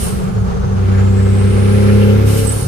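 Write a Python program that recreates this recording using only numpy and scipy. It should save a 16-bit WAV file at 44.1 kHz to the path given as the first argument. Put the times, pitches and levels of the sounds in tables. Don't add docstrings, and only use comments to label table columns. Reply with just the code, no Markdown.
import sys
import numpy as np
from scipy import signal
from scipy.fft import rfft, irfft
from scipy.io import wavfile

SR = 44100
rng = np.random.default_rng(int(sys.argv[2]) if len(sys.argv) > 2 else 0)


def dump_mix(stems):
    frames = np.atleast_2d(stems).T
    limited = np.clip(frames, -1, 1)
    pcm = np.round(limited * 32767).astype(np.int16)
    wavfile.write(sys.argv[1], SR, pcm)


N = 117747

# time in seconds, firings per second.
FIRING = [(0, 94.6), (.55, 93.6), (.8, 95.7), (1.0, 96.7), (1.25, 97.3), (1.5, 98.9), (1.75, 100.7),
          (2.05, 102.2), (2.35, 103.1), (2.67, 102.7)]


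def undb(db):
    return 10 ** (np.asarray(db) / 20)


def clock():
    return np.arange(N) / SR


def curve(rows):
    rows = np.array(rows)
    return np.interp(clock(), rows[:, 0], rows[:, 1])


def at(rows, hz):
    rows = np.array(rows)
    return np.interp(np.log(hz + 1e-9), np.log(rows[:, 0]), rows[:, 1])


def shape(x, gain_at):
    return irfft(rfft(x) * gain_at(np.fft.rfftfreq(N, 1 / SR)), N)


def noise(gain_at):
    x = shape(rng.standard_normal(N), gain_at)
    return x / x.std()


def walk(rate_hz):
    return noise(lambda f: 1 / (1 + (f / rate_hz) ** 4))


def air(colour):
    # frequency in Hz, side minus mid in dB.
    cab_width = [(25, 5), (60, -14), (105, -26), (180, -4), (350, -1.5), (700, 5.5), (1300, 1.5),
                 (2500, -2.5), (5000, 1), (15000, -7)]
    mid = noise(lambda f: undb(at(colour, f)))
    side = noise(lambda f: undb(at(colour, f)))
    side = shape(side, lambda f: undb(at(cab_width, f)))
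    return np.array([mid + side, mid - side])


def band(hz, width_hz):
    phase = 2 * np.pi * np.cumsum(hz * np.ones(N)) / SR
    skirt = lambda f: 1 / (1 + (f / width_hz) ** 2)
    return np.array([noise(skirt) * np.cos(phase) + noise(skirt) * np.sin(phase) for _ in range(2)])


def swell(centre, length):
    return np.exp(-((clock() - centre) / length) ** 2)


def pan(db):
    return undb(np.array([[db], [-db]]) / 2)


def crank_tone(crank, multiple, rough, offset=0):
    # frequency in Hz, left ear's lead in radians.
    ear_lead = [(60, .05), (100, 0.12), (200, 1.37), (288, 2), (312, 2.7), (400, 1.33), (550, 0.95),
                (800, 2), (1400, 0.54)]
    last_crank_hz = FIRING[-1][1] / 3
    lead = at(ear_lead, multiple * last_crank_hz) * np.array([[.5], [-.5]])
    waver = 1 + rough * (walk(14) + 1j * walk(14))
    return -np.sqrt(2) * np.real(waver * np.exp(1j * (multiple * crank + offset + lead)))


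def engine(crank):
    # time in seconds, level in dB.
    boom_level = [(0, -37), (.55, -41), (.7, -18), (.8, -13.5), (.92, -10.5), (1.5, -11.5), (2.1, -10),
                  (2.28, -11), (2.4, -14), (2.55, -17.5), (2.67, -23.5)]
    # time in seconds, level in dB.
    drone_level = [(0, -23.5), (.25, -21), (.55, -22), (.8, -21.5), (1.0, -17.5), (1.55, -17.5),
                   (1.75, -15.5), (1.9, -12), (2.13, -12.5), (2.23, -21.5), (2.67, -32)]
    # multiple of crank speed, level in dB at the loudest boom.
    lope_orders = [(1, -70), (2, -22)]
    # multiple of crank speed, then relative level in dB
    growl_orders = [(4, -11, -4, 2), (5, -15, -18, -3), (7, -6, -8, 0), (8, -4, -12, -5), (9, -5, -9, 1),
                    (10, -10, -11, -14), (11, -12, -3, 0), (12, 2, .5, -4), (13, -14, -6, -2),
                    (14, -10, -7, -7), (15, -7, -9, -14), (16, -17, -7, -6), (18, -18, -18, -26),
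                    (24, -19, -19, -25), (25, -18, -21, -28), (40, -22, -20, -17)]
    # centre in seconds, length in seconds, multiple of crank speed, change in dB.
    order_swells = [(2.05, .13, 13, 7), (2.04, .09, 15, 6), (2.42, .075, 13, 7), (2.42, .08, 16, 3),
                    (2.47, .09, 11, -12)]
    # time in seconds, level in dB.
    growl_level = [(0, -35), (.65, -38), (.9, -25), (1.45, -22.5), (1.7, -19.5), (1.9, -16.5), (2.1, -15),
                   (2.22, -17), (2.44, -17.5), (2.55, -25), (2.67, -27)]
    low_boost_s, full_boost_s, lift_s, lift_takes_s = 1.34, 1.78, 2.124, 0.045
    cab_smear = -.7

    t = clock()
    boom_db = curve(boom_level)
    out = undb(boom_db) * crank_tone(crank, 3, rough=.025)
    out = out + undb(curve(drone_level)) * crank_tone(crank, 6, rough=.06)

    loudest_db = max(db for _, db in boom_level)
    pulling = undb(np.minimum(boom_db - loudest_db, 0) / 2)
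    for k, db in lope_orders:
        tone = crank_tone(crank, k, rough=0.082, offset=rng.uniform(0, 2 * np.pi))
        out = out + pulling * undb(db) * tone

    boost = np.clip((t - low_boost_s) / (full_boost_s - low_boost_s), 0, 1)
    lift = np.clip((t - lift_s) / lift_takes_s, 0, 1)
    growl, power = 0, 0
    for k, low, full, off in growl_orders:
        gain = undb((low + boost * (full - low)) * (1 - lift) + off * lift)
        swell_db = sum(db * swell(centre, length)
                       for centre, length, multiple, db in order_swells if multiple == k)
        gain = gain * undb(swell_db)
        scatter = cab_smear * k ** 2 + .4 * rng.standard_normal()
        growl = growl - gain * crank_tone(crank - np.pi / 3, k, rough=.12, offset=scatter)
        power = power + gain ** 2
    return out + undb(curve(growl_level)) * growl / np.sqrt(power)


def roar():
    # centre in seconds, length in seconds, pitch in Hz, width in Hz, level in dB.
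    roars = [(.98, 0.067, 1688, 545, -33.5), (1.197, 0.024, 1700, 450, -36.5),
             (1.895, 0.022, 1685, 550, -29), (2.027, 0.018, 2890, 350, -32), (2.1, 0.027, 2940, 300, -35)]
    return sum(band(hz, width) * swell(centre, length) * undb(db)
               for centre, length, hz, width, db in roars)


def clatter(crank, firing_depth=0.28, turn_depth=0.15):
    # time in seconds, level in dB.
    clatter_level = [(0, -40.5), (.27, -36.5), (.42, -46.5), (.75, -42), (.87, -33.5), (1.1, -35.5),
                     (1.45, -29.5), (1.65, -28.5), (1.92, -26), (2.15, -28), (2.4, -31.5), (2.67, -38.5)]
    # frequency in Hz, relative level in dB per Hz.
    clatter_colour = [(200, 6.5), (350, 17), (550, 1), (700, -42), (1000, -1), (1400, -1.5), (2200, 0),
                      (3200, -5.5), (4500, -12.5), (7000, -19.5), (15000, -38)]
    firing = np.cos(3 * crank)
    gate = np.exp(firing_depth * firing + turn_depth * np.cos(crank))
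    gate = gate / np.sqrt(np.mean(gate ** 2))
    combustion = air(clatter_colour) * undb(curve(clatter_level))
    return (combustion + roar()) * gate


def turbo(flutter_db=0.2):
    # time in seconds, frequency in Hz.
    whistle_pitch = [(0, 10150), (.07, 9600), (.15, 8300), (.25, 7300), (.42, 6500), (.62, 6130),
                     (.75, 6280), (.9, 6750), (1.1, 7500), (1.3, 8350), (1.55, 9300), (1.8, 10400),
                     (2.0, 11350), (2.15, 11900), (2.28, 12000), (2.38, 11550), (2.49, 10350), (2.56, 9750),
                     (2.67, 9350)]
    # time in seconds, level in dB before panning.
    whistle_level = [(0, -37), (.08, -37), (.14, -46), (.3, -56), (.62, -53), (.9, -55.5), (1.1, -50),
                     (1.8, -45), (2.25, -50), (2.4, -37.5), (2.5, -36.5), (2.63, -35), (2.67, -43)]
    # centre in seconds, length in seconds, level in dB before panning.
    whooshes = [(0.042, 0.054, -27.5), (1.62, 0.52, -41.5), (2.59, 0.087, -32)]
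    # time in seconds, level in dB before panning.
    intake_level = [(0, -36.5), (.35, -51.5), (.7, -53), (1.0, -48.5), (1.4, -46.5), (1.8, -40.5),
                    (2.05, -41), (2.22, -44), (2.67, -37.5)]
    # frequency in Hz, relative level in dB per Hz.
    intake_colour = [(2500, -12), (4500, -2), (6000, -3), (7700, -7), (8100, 1.5), (8500, -.5), (9800, 0),
                     (11000, -5), (15000, -13)]
    clean_hz, blurred_hz = 6000, 13500
    whoosh_ratio = .96

    hz = curve(whistle_pitch)
    blur = np.clip((hz - clean_hz) / (blurred_hz - clean_hz), 0, 1)
    blades = np.sqrt(1 - blur) * band(hz, width_hz=40) + np.sqrt(blur) * band(hz, width_hz=140)
    whistle = blades * undb(curve(whistle_level)) * pan(db=-3)
    whoosh_gain = sum(undb(db) * swell(centre, length) for centre, length, db in whooshes)
    whoosh = band(hz * whoosh_ratio, width_hz=580) * whoosh_gain * pan(db=-8.0)
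    rush = air(intake_colour) * undb(curve(intake_level)) * pan(db=-2.0)
    return (whistle + whoosh) * undb(flutter_db * walk(40)) + rush


def blow_off(flutter_db=0.34, squeal_flutter_db=2):
    # start in seconds, base level in dB, extra fall on closing in dB per second.
    dumps = [(-.3, -29, 92), (2.245, -32.5, 79)]
    # frequency in Hz, relative level in dB per Hz.
    dump_colour = [(800, -12), (2000, -4), (3500, -4.5), (7700, -3.5), (8150, 3), (8800, 1.5), (10500, -.5),
                   (13000, -4.5), (15500, -7)]
    # centre in seconds, length in seconds,
    # pitch in Hz, width in Hz, level in dB before flutter, left minus right in dB.
    squeals = [(2.494, 0.04, 8100, 110, -25.5, -6), (2.524, 0.021, 8850, 400, -30, -8)]
    attack_s, hold_s, closes_s, sag_db_per_s = 0.05, 0.22, 0.38, 22
    tail_db, tail_db_per_s = -1.5, 58.5
    pipe_hz, pipe_width_hz, pipe_db = 2920, 280, -11.5
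    surge_db = 4

    surge = swell(centre=2.39, length=0.018)
    hiss = 0
    for start, db, close_db_per_s in dumps:
        age = clock() - start
        sag_db = sag_db_per_s * np.maximum(age - hold_s, 0)
        closing_db = close_db_per_s * np.maximum(age - closes_s, 0)
        flow = undb(-sag_db - closing_db) + undb(tail_db - tail_db_per_s * np.maximum(age, 0))
        jet = air(dump_colour) + band(pipe_hz, pipe_width_hz) * undb(pipe_db + surge_db * surge)
        hiss = hiss + jet * np.clip(age / attack_s, 0, 1) * undb(db) * flow
    hiss = hiss * pan(db=-1) * undb(surge_db * surge + flutter_db * walk(37))
    squeal = sum(band(hz, width) * swell(centre, length) * undb(db) * pan(pan_db)
                 for centre, length, hz, width, db, pan_db in squeals)
    return hiss + squeal * undb(squeal_flutter_db * walk(50))


def road(flutter_db=1.47, glide_hz_per_s=200):
    # time in seconds, level in dB.
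    rumble_level = [(0, -19.5), (.3, -19.5), (.6, -19.5), (.9, -22), (1.5, -22.5), (2.1, -24.5),
                    (2.4, -23.5), (2.67, -23.5)]
    # frequency in Hz, relative level in dB per Hz.
    rumble_colour = [(15, -23), (33, -3), (45, -8), (62, 3.5), (80, -6), (115, -3), (150, -8), (185, -5.5),
                     (235, -14.5), (300, -91), (800, -83), (3000, -88)]
    # frequency in Hz, relative level in dB per Hz.
    tyre_colour = [(200, -3), (300, -14), (420, 5), (620, -10), (800, -7.5), (980, -12.5), (1300, -9),
                   (2000, -23), (4000, -28.5), (6000, -32), (7400, -33), (15000, -79)]
    # centre in seconds, length in seconds, pitch at the centre in Hz,
    # peak level in dB.
    bumps = [(.265, 0.07, 143.4, -19.5), (.395, 0.081, 102.8, -14), (0.659, 0.054, 122.5, -16.5),
             (2.66, 0.05, 124, -14)]
    tyres_db = -30

    rumble = air(rumble_colour) * undb(curve(rumble_level))
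    tyres = air(tyre_colour) * undb(tyres_db + flutter_db * walk(18))
    out = rumble + tyres
    for centre, length, hz, db in bumps:
        age = clock() - centre
        cycles = (hz - glide_hz_per_s * age / 2) * age
        thud = np.sin(2 * np.pi * cycles + .5 * walk(38))
        out = out + undb(db) * swell(centre, length) * thud
    return out


def cab(x, echo_db=-3, decay_s=0.02, count=10):
    out = []
    for channel in x:
        lags = rng.uniform(.0003, .008, count)
        gains = rng.standard_normal(count) * np.exp(-lags / decay_s)
        gains = gains * undb(echo_db) / np.linalg.norm(gains)
        taps = np.bincount((lags * SR).astype(int), gains)
        taps[0] = 1
        out.append(signal.fftconvolve(channel, taps / np.linalg.norm(taps))[:N])
    return np.array(out)


def scene():
    crank = 2 * np.pi * np.cumsum(curve(FIRING) / 3) / SR
    return engine(crank) + road() + cab(clatter(crank) + turbo() + blow_off())


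def record(dry):
    top_hz = 14600
    rounded = dry / (1 + (dry / .95) ** 8) ** (1 / 8)
    return signal.sosfilt(signal.ellip(8, .2, 70, top_hz, fs=SR, output="sos"), rounded)


dry = scene()
out = record(dry)
dump_mix(out)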